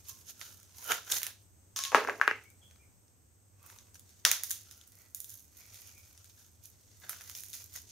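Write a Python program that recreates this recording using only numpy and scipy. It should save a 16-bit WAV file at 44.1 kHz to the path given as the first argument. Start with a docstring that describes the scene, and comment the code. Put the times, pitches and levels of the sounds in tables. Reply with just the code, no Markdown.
"""Hands work at a bunch of green bananas: dry fibres snap and rustle, and the skins rub and creak.
A torn-off piece drops and bounces on a cardboard sheet, and something thin rings when brushed.
Snaps and knocks are tiny bursts of noise shaped by what rings; rubbing is noise broken into grains.
The tiled kitchen answers every crack with a short echo. Behind it all a far bird calls,
a motor hums, and insects or a lamp whine faintly."""
import sys
import numpy as np
from scipy import signal
from scipy.fft import rfft, irfft, next_fast_len
from scipy.io import wavfile
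from scipy.ndimage import uniform_filter1d, map_coordinates

SR = 44100
rng = np.random.default_rng(int(sys.argv[2]) if len(sys.argv) > 2 else 0)


def wrap_up_sound(samples):
    """Save the sound to the file named by the first command line argument, as 16-bit audio."""
    columns = np.atleast_2d(samples).T
    # keep every value between -1 and 1, then stretch to whole-number steps
    tamed = np.clip(columns, -1, 1)
    steps = np.round(tamed * 32767).astype(np.int16)
    wavfile.write(sys.argv[1], SR, steps)


N = 348831

# Sharp cracks: fibres breaking, and near 1.76-1.85 s a brief metallic clatter: start_s, level_db, ring_hz,
# body_db, air_db
SHARP_CRACKS = [(0.4135, -31, 4170, -10.5, -41), (0.631, -43.5, 6150, -19, -9),
                (0.7831, -36.5, 5140, -46, -11), (0.919, -13.5, 6700, -5, -29),
                (0.922, -21.5, 2820, 20, -17), (1.117, -14.5, 6560, -16.5, -15),
                (1.1216, -14.5, 7060, -37, -32), (1.1724, -24, 4870, -32, -7), (1.2176, -27.5, 3030, 1, -2),
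                (1.2313, -16, 3050, -8, -6), (0.939, -33, 3370, -24, 6), (1.243, -32, 3070, -11.5, -6),
                (1.267, -18, 3050, -10, -9), (1.7621, -20, 5500, -10.5, -16), (1.7897, -23, 5340, -5, -14),
                (1.8377, -19.5, 3500, -22, -15), (1.8511, -22, 3280, -10.5, -23.5),
                (2.438, -47, 2480, -22, 9), (2.5022, -47, 6750, -18.5, -5), (2.7109, -47.5, 6400, -2, -17),
                (2.7596, -55, 3000, 1, -16), (3.0807, -57, 5500, -23, -24.5), (3.629, -45.5, 6940, -16, -7),
                (3.6627, -39, 6430, -20, 9), (3.7003, -39.5, 6590, -4, -7),
                (3.7868, -41.5, 6040, -21.5, -34), (3.9449, -42.5, 6270, -28.5, -12.5),
                (3.9953, -37.5, 6610, -23.5, -6.5), (4.0926, -46.5, 5480, -22, -16),
                (4.2511, -4, 5670, -5.5, -18.5), (4.3147, -5, 6000, -8.5, -11.5),
                (4.4352, -18, 6000, -16, -4.5), (4.4411, -26, 6160, -11, -3), (4.4967, -27, 6830, -35, 8),
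                (4.5045, -29, 6620, -23, 12), (4.5078, -16, 6660, -12.5, -6), (4.5129, -16, 6450, -40, -6.5),
                (4.7118, -35.5, 5400, -16, -13), (4.813, -43, 6680, -15, -33.5), (4.8764, -41, 6410, -32, 7),
                (4.9534, -44.5, 6420, -20, 5), (4.9202, -43.5, 6750, -22.5, -3.5),
                (5.1475, -24.5, 6550, -32.5, 1.5), (5.2033, -26, 6620, -41, 1), (5.2444, -30, 6600, -27, -2),
                (5.3028, -35, 5920, -32, -1), (5.3378, -37.5, 6190, -27, 3), (5.3951, -41.5, 6000, -30, 1),
                (5.5697, -43.5, 6900, -15, -1), (5.744, -35.5, 3380, -22, -11),
                (5.8726, -42, 3130, -20, -2.5), (6.1769, -41, 6170, -22, -21),
                (6.2968, -46.5, 5620, -22, -16), (6.4647, -48.5, 5890, -22, -7),
                (6.2442, -41.5, 6620, -11.5, -8), (6.6562, -34.5, 6050, -18.5, 1),
                (7.0946, -18.5, 6000, -1, 4), (7.1306, -33.5, 2830, 7, -12), (7.21, -34.5, 5220, 6.5, 2),
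                (7.2974, -32, 6900, -7, -10), (7.3513, -30, 5920, -17.5, -14), (7.4054, -35.5, 6600, -24, 1),
                (7.436, -31, 6710, -18, -4.5), (7.5013, -34, 6400, -23.5, 1), (7.5316, -30.5, 5130, -28, -9),
                (7.537, -30, 6650, -27.5, -9.5), (7.7394, -33.5, 6510, -25, -4),
                (7.7555, -35.5, 6260, -13, -13)]
# How the stalk rings, in the groups "body", "crack" and "air": pitch_hz, width_hz, level_db
STALK_RINGS = {"body": [(721.4, 110, -3.2), (1550, 1300, 9.5)], "crack": [(3715, 990, -5.5),
               (5030, 5800, -4.5)], "air": [(12500, 13000, 8.5)]}
# Hand strokes; the rustle swells by 20 dB over rise_s and fades by 20 dB over fall_s:
# peak_s, rise_s, fall_s, rustle_db, creak_over_rustle_db, air_over_rustle_db, creak_hz
HAND_STROKES = [(0.002, .05, 0.057, -64, -6, -2, 2260), (0.094, 0.052, 0.07, -45.5, -13.5, 1.5, 1070),
                (0.214, 0.32, 0.054, -59, -10, 4, 1040), (0.299, 0.05, 0.043, -46, -13.5, 3.5, 1510),
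                (0.425, 0.097, 0.32, -51, -5.5, 2.5, 1440), (0.841, 0.15, 0.24, -48, -5, 2.5, 930),
                (0.916, 0.07, 0.081, -38.5, 11.5, 7.5, 1400), (1.074, 0.023, .1, -56, 7, -15, 1400),
                (1.123, 0.049, .12, -39.5, 1, 8.5, 1730), (1.17, 0.1, 0.053, -34, -6.5, 2.5, 1960),
                (1.279, 0.25, 0.064, -56, 3.5, -19, 1660), (1.43, 0.17, 0.069, -71, -22, 3, 1200),
                (1.766, 0.0048, 0.18, -34.5, -19, -10, 1060), (1.858, 0.064, 0.17, -45, -11, -23, 1060),
                (1.96, .01, 0.4, -51, -21, -2.5, 1200), (2.1, 0.033, 0.21, -63.5, -21.5, 0, 1500),
                (2.22, .03, .25, -56, -20.5, -1, 1700), (2.4, .02, .22, -76, 6, 2, 1470),
                (2.64, .12, .35, -74, 1, 3, 2590), (3.64, 0.067, 0.23, -69, 10.5, 4, 1137),
                (3.7, 0.11, 0.27, -59.5, 0.5, 2.5, 1050), (3.955, 0.021, 0.031, -58, -7, 5, 1567),
                (4.1, .17, .2, -65, -9, -2, 1870), (4.197, 0.086, 0.053, -63, -11, -3, 1570),
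                (4.263, 0.013, 0.17, -36.5, -2, 1, 2000), (4.445, 0.011, 0.17, -48.5, -16, 2, 2000),
                (4.565, .02, 0.33, -57, -11, 0.5, 1900), (4.723, 0.19, 0.38, -61.5, -6.5, 2.5, 1380),
                (5.007, 0.19, 0.31, -67, 0.5, 5.5, 2060), (5.168, .02, 0.42, -64, -6, 11.5, 2062),
                (5.298, 0.049, 0.22, -56.5, -14.5, 9.5, 1680), (5.583, 0.11, .45, -59.5, -4.5, 4, 2200),
                (5.755, 0.14, .45, -54, -8, 1.5, 2240), (5.893, 0.21, 0.061, -57.5, -5.5, 2, 2620),
                (5.978, 0.045, 1, -63, -7, 3.5, 2340), (6.256, 0.049, .11, -62, -20, -1, 1576),
                (6.199, .05, 0.13, -70, 1, 0, 1280), (6.389, 0.056, 0.2, -60.5, -8, 0.5, 1556),
                (6.652, 0.043, 0.12, -60.5, -15.5, 7, 2390), (6.836, 0.035, 0.14, -64, -21.5, -8, 1660),
                (6.966, 0.14, 0.14, -70, -24, -8, 2350), (7.04, 0.039, .2, -61, 8, 4, 1750),
                (7.1, 0.025, 0.15, -48.5, -2.5, -5.5, 1460), (7.21, 0.037, 0.13, -65, 7, -3.5, 1600),
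                (7.313, 0.56, 0.079, -52.5, -7.5, 1.5, 1960), (7.361, 0.081, 0.34, -50.5, -12.5, 4.5, 2246),
                (7.543, 0.023, 0.15, -48, -14.5, 3.5, 2177), (7.619, 0.13, .12, -55.5, -7.5, 6, 2280),
                (7.759, 0.056, 0.1, -45, -9, 1.5, 1960), (7.898, 0.074, .1, -58, -26, -6.5, 2220)]
# The tone of rubbing, from bass to treble: pitch_hz, level_db
RUB_COLOUR = [(76, -44.5), (130, -13.5), (263, -16.5), (418, -6), (613, -4), (780, -4.5), (1140, -4.5),
              (1430, 0.5), (1860, -6.5), (4410, -5.5), (6730, 1), (7910, -6.5), (13100, -0.5),
              (16000, -6.5)]
# The dropped piece landing and bouncing: start_s, level_db, ring_hz, thud_db, click_db, echo_db
BOUNCES = [(1.9191, -25.5, 1600, -11, -15, -1), (1.9272, -24.5, 910, 0.5, -27.5, 0.5),
           (1.9468, 0, 1265, -4.5, -20.5, -3.5), (2.0485, -25.5, 1450, -16.5, -36, -9.5),
           (2.0738, -23, 1510, 3, -26, 1), (2.0872, -18.5, 850, -4, -40.5, -7.5),
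           (2.0962, -17.5, 1930, -0.5, -25, -8), (2.1985, -32.5, 1440, -8, -35.5, -8),
           (2.2136, -6, 1720, -19, -29, -8.5), (2.2776, -8, 2000, -14.5, -30.5, -8.5),
           (2.3118, -16.5, 1700, -13, -37, -13.5)]
# How each landing rings: pitch_hz, width_hz, level_db
BOUNCE_RINGS = [(264, 62, -4), (424, 40, 6), (663, 90, -1.5), (790, 290, -10), (1136, 23, 3.5),
                (1217, 78, 1), (1640, 120, 5), (2800, 390, 8.5)]
# Brushes against the thin object: start_s, level_db
BRUSH_TOUCHES = [(0.087, -62), (1.76, -48), (1.79, -46), (1.845, -47)]
# The thin object's tones: pitch_hz, level_db, fade_s (time to fall by 60 dB)
THIN_TONES = [(1084, -0.5, .45), (1316, -5, .17), (1680, -3, 0.22), (3104, -7, .15)]
# The bird's notes: start_s, length_s, first_hz, last_hz, level_db
BIRD_NOTES = [(2.436, 0.1, 2274, 2217, -62), (2.613, 0.081, 3436, 3060, -61),
              (2.79, 0.093, 2316, 2193, -67.5), (4.97, 0.057, 2194, 2240, -71),
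              (5.591, 0.07, 2230, 2300, -62), (5.937, 0.087, 2294, 2325, -61.5)]
# The motor's hum and the faint whines: pitch_hz, level_db
HUM_AND_WHINES = [(102.3, -73.5), (6401, -83.5), (8177, -91), (12801, -90.5), (13598, -91)]
# The tone of the room's hiss and rumble: pitch_hz, level_db
HISS_COLOUR = [(25, -41.5), (59, -16.5), (91, -4), (130, -20.5), (260, -23.5), (600, -30.5), (1000, -34.5),
               (4200, -43.5), (6500, -33.5), (7300, -34.5), (8400, -25.5), (9300, -49), (12600, -37.5),
               (15600, -42)]
# How alike left and right are, for hiss and for rubbing: pitch_hz, likeness (1 = the same)
HISS_LIKENESS = [(60, 0.7), (240, 0.64), (950, 0.083), (3770, 0.17), (15000, 0.12)]
RUB_LIKENESS = [(500, 0.31), (4000, 0.59), (12000, 0.19)]
# How long the kitchen echoes: pitch_hz, fade_s (time to fall by 60 dB)
ECHO_FADES = [(200, 0.44), (1400, 0.23), (4000, 0.33), (10000, .22)]
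# Pitches that the microphone's opening lifts or lowers: pitch_hz, width_hz, gain_db
MIC_RINGS = [(6340, 1800, 3.5), (7820, 1266, -7), (12500, 9800, -0.5)]
# The microphone's balance: pitch_hz, left_minus_right_db
MIC_BALANCE = [(500, -3), (4000, 0), (7000, 0.5), (12000, -10)]

CREAK_SWING, AIR_SWING = 1.2, 1.3  # creak and air swell and fade more steeply than the rustle
HISS_DB, TOP_HZ = -63, 15750


def sharp_cracks():
    """A sharp crack rings, with the stalk's body below it and airy treble above."""
    def stalk(f, group):
        return sum(amp(db) * resonance(f, hz, width) ** 2 for hz, width, db in STALK_RINGS[group])

    def colour(f, ring_hz, body_db, air_db):
        crack = resonance(f, ring_hz, 900) + stalk(f, "crack")
        return crack - amp(body_db) * stalk(f, "body") - amp(air_db) * stalk(f, "air")

    echo_db = -4
    return hits([(*row, echo_db) for row in SHARP_CRACKS], colour, burst_s=.0013, pan_db=1, scatter_db=3)


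def rubbing_hands():
    """Skins and fibres rub; bent fibres creak at a pitch set by the grip, and the finest ones tick."""
    def band(noise, low_hz, high_hz):
        edges = lambda f: np.sqrt((1 + (low_hz / (f + 1)) ** 8) * (1 + (f / high_hz) ** 8))
        return unit(filtered(noise, lambda f: amp(along(RUB_COLOUR, f)) / edges(f)))

    rustle_gain, creak_gain, air_gain, creak_hz = stroke_curves()
    pan_db = -0.5 + 1.2 * wobble(18)
    coarse = slipping_noise(slips_per_s=380, spread_db=5, fade_s=0.0028, strength=.5)
    fine = slipping_noise(slips_per_s=87, spread_db=7, fade_s=0.00068, strength=1.6)
    creak = 0
    for hz in 800 * 1.2 ** np.arange(8):  # each ring fades in as the creak's pitch passes it
        nearness = np.clip(1 - abs(np.log(creak_hz / hz)) / np.log(1.2), 0, 1) ** .5
        ring = lambda f: resonance(f, hz, hz / 5) ** 2 + .4 * resonance(f, 2.2 * hz, hz / 3) ** 2
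        creak += nearness * unit(filtered(coarse, ring))
    low = creak_gain * (0.74 * band(coarse, 60, 2600) + 0.61 * creak)
    rustle = rustle_gain * band(coarse + 0.47 * fine, 2800, 8000)
    air = air_gain * band(fine, 7700, 20040)
    direct = amp(-3.5) * (low + rustle + air) * amp([pan_db / 2, -pan_db / 2])
    echo = signal.fftconvolve(direct, room_echo(rise_s=0.004, likeness=0.19), axes=1)[:, :N]
    return direct + amp(-11) * echo


def stroke_curves():
    """Strokes swell and fade: gives the rustle, creak and air gains, and the loudest creak's pitch."""
    t = np.arange(0, N, 32) / SR
    peak_s, rise_s, fall_s, db, creak_db, air_db, creak_hz = np.transpose(HAND_STROKES)[..., None]
    down_db = 20 * np.where(t < peak_s, (peak_s - t) / rise_s, (t - peak_s) / fall_s)
    power = [amp(2 * (db + over_db - swing * down_db))
             for over_db, swing in ((0, 1), (creak_db, CREAK_SWING), (air_db, AIR_SWING))]
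    gains = np.sqrt(np.sum(power, axis=1))
    loudest = np.argmax(db + creak_db - CREAK_SWING * down_db, axis=0)
    pitch_hz = uniform_filter1d(creak_hz[loudest, 0], size=20)
    return [np.interp(np.arange(N) / SR, t, curve) for curve in (*gains, pitch_hz)]


def slipping_noise(slips_per_s, spread_db, fade_s, strength):
    """Stereo noise that jumps in level at each tiny slip and dies back."""
    slips = (rng.random(N) < slips_per_s / SR) * amp(np.minimum(spread_db * rng.exponential(size=N), 12))
    fade = np.exp(-np.arange(600) / (fade_s * SR))
    grains = 1 + strength * signal.fftconvolve(slips, fade)[:N]
    return stereo_noise(RUB_LIKENESS) * grains * amp(0.85 * wobble(40))


def bouncing_piece():
    """Each landing rings most near its own pitch; the soft contact dulls it, and hard blows click."""
    def colour(f, ring_hz, thud_db, click_db):
        ring = 1.1 * resonance(f, ring_hz, 1300) ** 2 + 1.2 * resonance(f, ring_hz, 280)
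        for k, (hz, width, db) in enumerate(BOUNCE_RINGS):
            strike_db = thud_db if hz < 700 else -9 * abs(np.log2(hz / ring_hz))
            ring += (-1) ** k * amp(db + strike_db) * resonance(f, hz, width)
        softness = (1j * f / (200 + 1j * f)) ** 2 / (1 + 1j * f / 2400) ** 5
        return softness * ring + amp(click_db) * resonance(f, 2200, 5300) ** 2

    return hits(BOUNCES, colour, burst_s=0.0006, pan_db=-0.1, scatter_db=0.97)


def thin_ringing():
    """Each brush sets something thin ringing with a few tones that start softly and die away."""
    out, t = np.zeros(N + SR), np.arange(SR // 2) / SR
    soft_start = 1 - np.exp(-t / 0.0052)
    for start_s, db in BRUSH_TOUCHES:
        for hz, tone_db, fade_s in THIN_TONES:
            pitch_hz = hz * (1 + 0.0081 * rng.standard_normal())
            tone = np.sin(2 * np.pi * (pitch_hz * t + rng.random()))
            out[round(start_s * SR):][:len(t)] += amp(db + tone_db - 60 * t / fade_s) * soft_start * tone
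    return out[:N]


def far_bird():
    """Short wavering whistles, blurred by distance."""
    out = np.zeros((2, N + SR))
    for start_s, length_s, first_hz, last_hz, db in BIRD_NOTES:
        progress = np.linspace(0, 1, int(length_s * SR))
        waver = unit(uniform_filter1d(rng.standard_normal(len(progress)), size=250))
        pitch_hz = (first_hz + (last_hz - first_hz) * progress) * (1 + 0.0398 * waver)
        note = np.sin(2 * np.pi * np.cumsum(pitch_hz) / SR) * np.sin(np.pi * progress ** 0.5)
        heard = signal.fftconvolve(note[None], room_echo(rise_s=0.00031, likeness=0.14), axes=1)
        heard[:, :len(note)] += 0.56 * note
        out[:, round(start_s * SR):][:, :heard.shape[1]] += amp(db) * heard
    return out[:, :N]


def room_hiss():
    """Soft hiss and rumble that drift a little in level."""
    gain = amp(HISS_DB + 1.2 * wobble(2.3))
    return gain * unit(filtered(stereo_noise(HISS_LIKENESS), lambda f: amp(along(HISS_COLOUR, f))))


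def hum_and_whines():
    """A motor hums and insects or a lamp whine: pure tones, unsteady in level and pitch."""
    t = np.arange(N) / SR
    return sum(np.sqrt(2) * amp(db + 2.5 * wobble(8.7)) * np.sin(2 * np.pi * hz * t + .9 * wobble(3.3))
               for hz, db in HUM_AND_WHINES)


def hits(table, colour, burst_s, pan_db, scatter_db):
    """Each hit is a burst of slips, shaped by colour, placed left or right and given its own echo."""
    out, t = np.zeros((2, N + SR)), np.arange(2048) / SR
    for start_s, db, ring_hz, low_db, high_db, echo_db in table:
        shared, left, right = rng.standard_normal((3, len(t)))
        side_db = pan_db + scatter_db * rng.standard_normal()
        burst = np.array([shared + 0.8 * left, shared + 0.18 * right, 0 * t])
        burst *= np.exp(-(t / burst_s) ** 2)
        burst[:, 0] += 2.5  # the sharp jolt; the third row holds only this and feeds the echo
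        *direct, jolt = filtered(burst, lambda f: colour(f, ring_hz, low_db, high_db))
        direct = amp(db) * np.array(direct) / np.abs(np.mean(direct, axis=0)).max()
        jolt *= np.linalg.norm(direct[0]) / np.linalg.norm(jolt)
        echo = room_echo(rise_s=0.003, likeness=0.49)
        heard = amp(echo_db) * signal.fftconvolve(jolt[None], echo, axes=1)
        heard[:, :len(t)] += direct * amp([[side_db / 2], [-side_db / 2]])
        out[:, round(start_s * SR):][:, :heard.shape[1]] += heard
    return out[:, :N]


def room_echo(rise_s, likeness):
    """The walls' answer to a click: noise that builds quickly, each pitch dying at its own speed."""
    hz, t, (mid, side) = signal.stft(rng.standard_normal((2, SR // 3)), SR, nperseg=256)
    side = side * (1 - likeness) * np.clip(hz / 2500, .3, 1.3)[:, None]  # bass reaches both sides alike
    fade = amp(-60 * t / along(ECHO_FADES, hz)[:, None])
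    echo = signal.istft(np.array([mid + side, mid - side]) * fade, SR, nperseg=256)[1]
    echo *= np.clip(np.arange(echo.shape[1]) / (rise_s * SR), 0, 1)
    return echo / np.linalg.norm(echo[0])


def stereo_noise(likeness):
    """Left and right noise, as alike at each pitch as the table says."""
    def shares(f):
        angle = np.arccos(np.clip(along(likeness, f), -1, 1)) / 2
        return np.array([np.cos(angle), np.sin(angle)])

    mid, side = filtered(rng.standard_normal((2, N)), shares)
    return np.array([mid + side, mid - side])


def resonance(f, hz, width_hz):
    """A ringing filter: passes hz in full and weakens the pitches around it."""
    return 1j * f * width_hz / (hz * hz - f * f + 1j * f * width_hz)


def filtered(x, response):
    """Scales and delays each frequency f in x as response(f) says."""
    length = x.shape[-1]
    padded = next_fast_len(length + 4096)
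    return irfft(rfft(x, padded) * response(np.fft.rfftfreq(padded, 1 / SR)), padded)[..., :length]


def wobble(per_s):
    """A smooth curve through per_s random values a second."""
    return map_coordinates(rng.standard_normal(int(N * per_s / SR) + 4), [np.arange(N) * per_s / SR])


def along(points, hz):
    """Reads between the rows of a (pitch_hz, value) table, spaced by octaves."""
    pitches, values = np.transpose(points)
    return np.interp(np.log(hz + 1), np.log(pitches + 1), values)


def amp(db):
    """Turns decibels into a gain."""
    return 10 ** (np.asarray(db) / 20)


def unit(x):
    """Scales x to an average (rms) level of 1."""
    return x / np.sqrt(np.mean(x ** 2) + 1e-20)


def scene():
    """The microphone's opening colours the near sounds; bird, hiss and hum lie under them."""
    near = sharp_cracks() + bouncing_piece() + thin_ringing() + rubbing_hands()
    opening = lambda f: np.prod([1 + (amp(db) - 1) * resonance(f, hz, width)
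                                 for hz, width, db in MIC_RINGS], axis=0)
    balance = lambda f: amp(np.array([[.5], [-.5]]) * along(MIC_BALANCE, f))
    return filtered(near, lambda f: opening(f) * balance(f)) + far_bird() + room_hiss() + hum_and_whines()


def record(dry):
    """Flattens peaks beyond full scale and removes the treble above TOP_HZ."""
    return filtered(np.clip(dry, -1, 1), lambda f: 1 / (1 + (f / TOP_HZ) ** 300))


dry = scene()
out = record(dry)
wrap_up_sound(out)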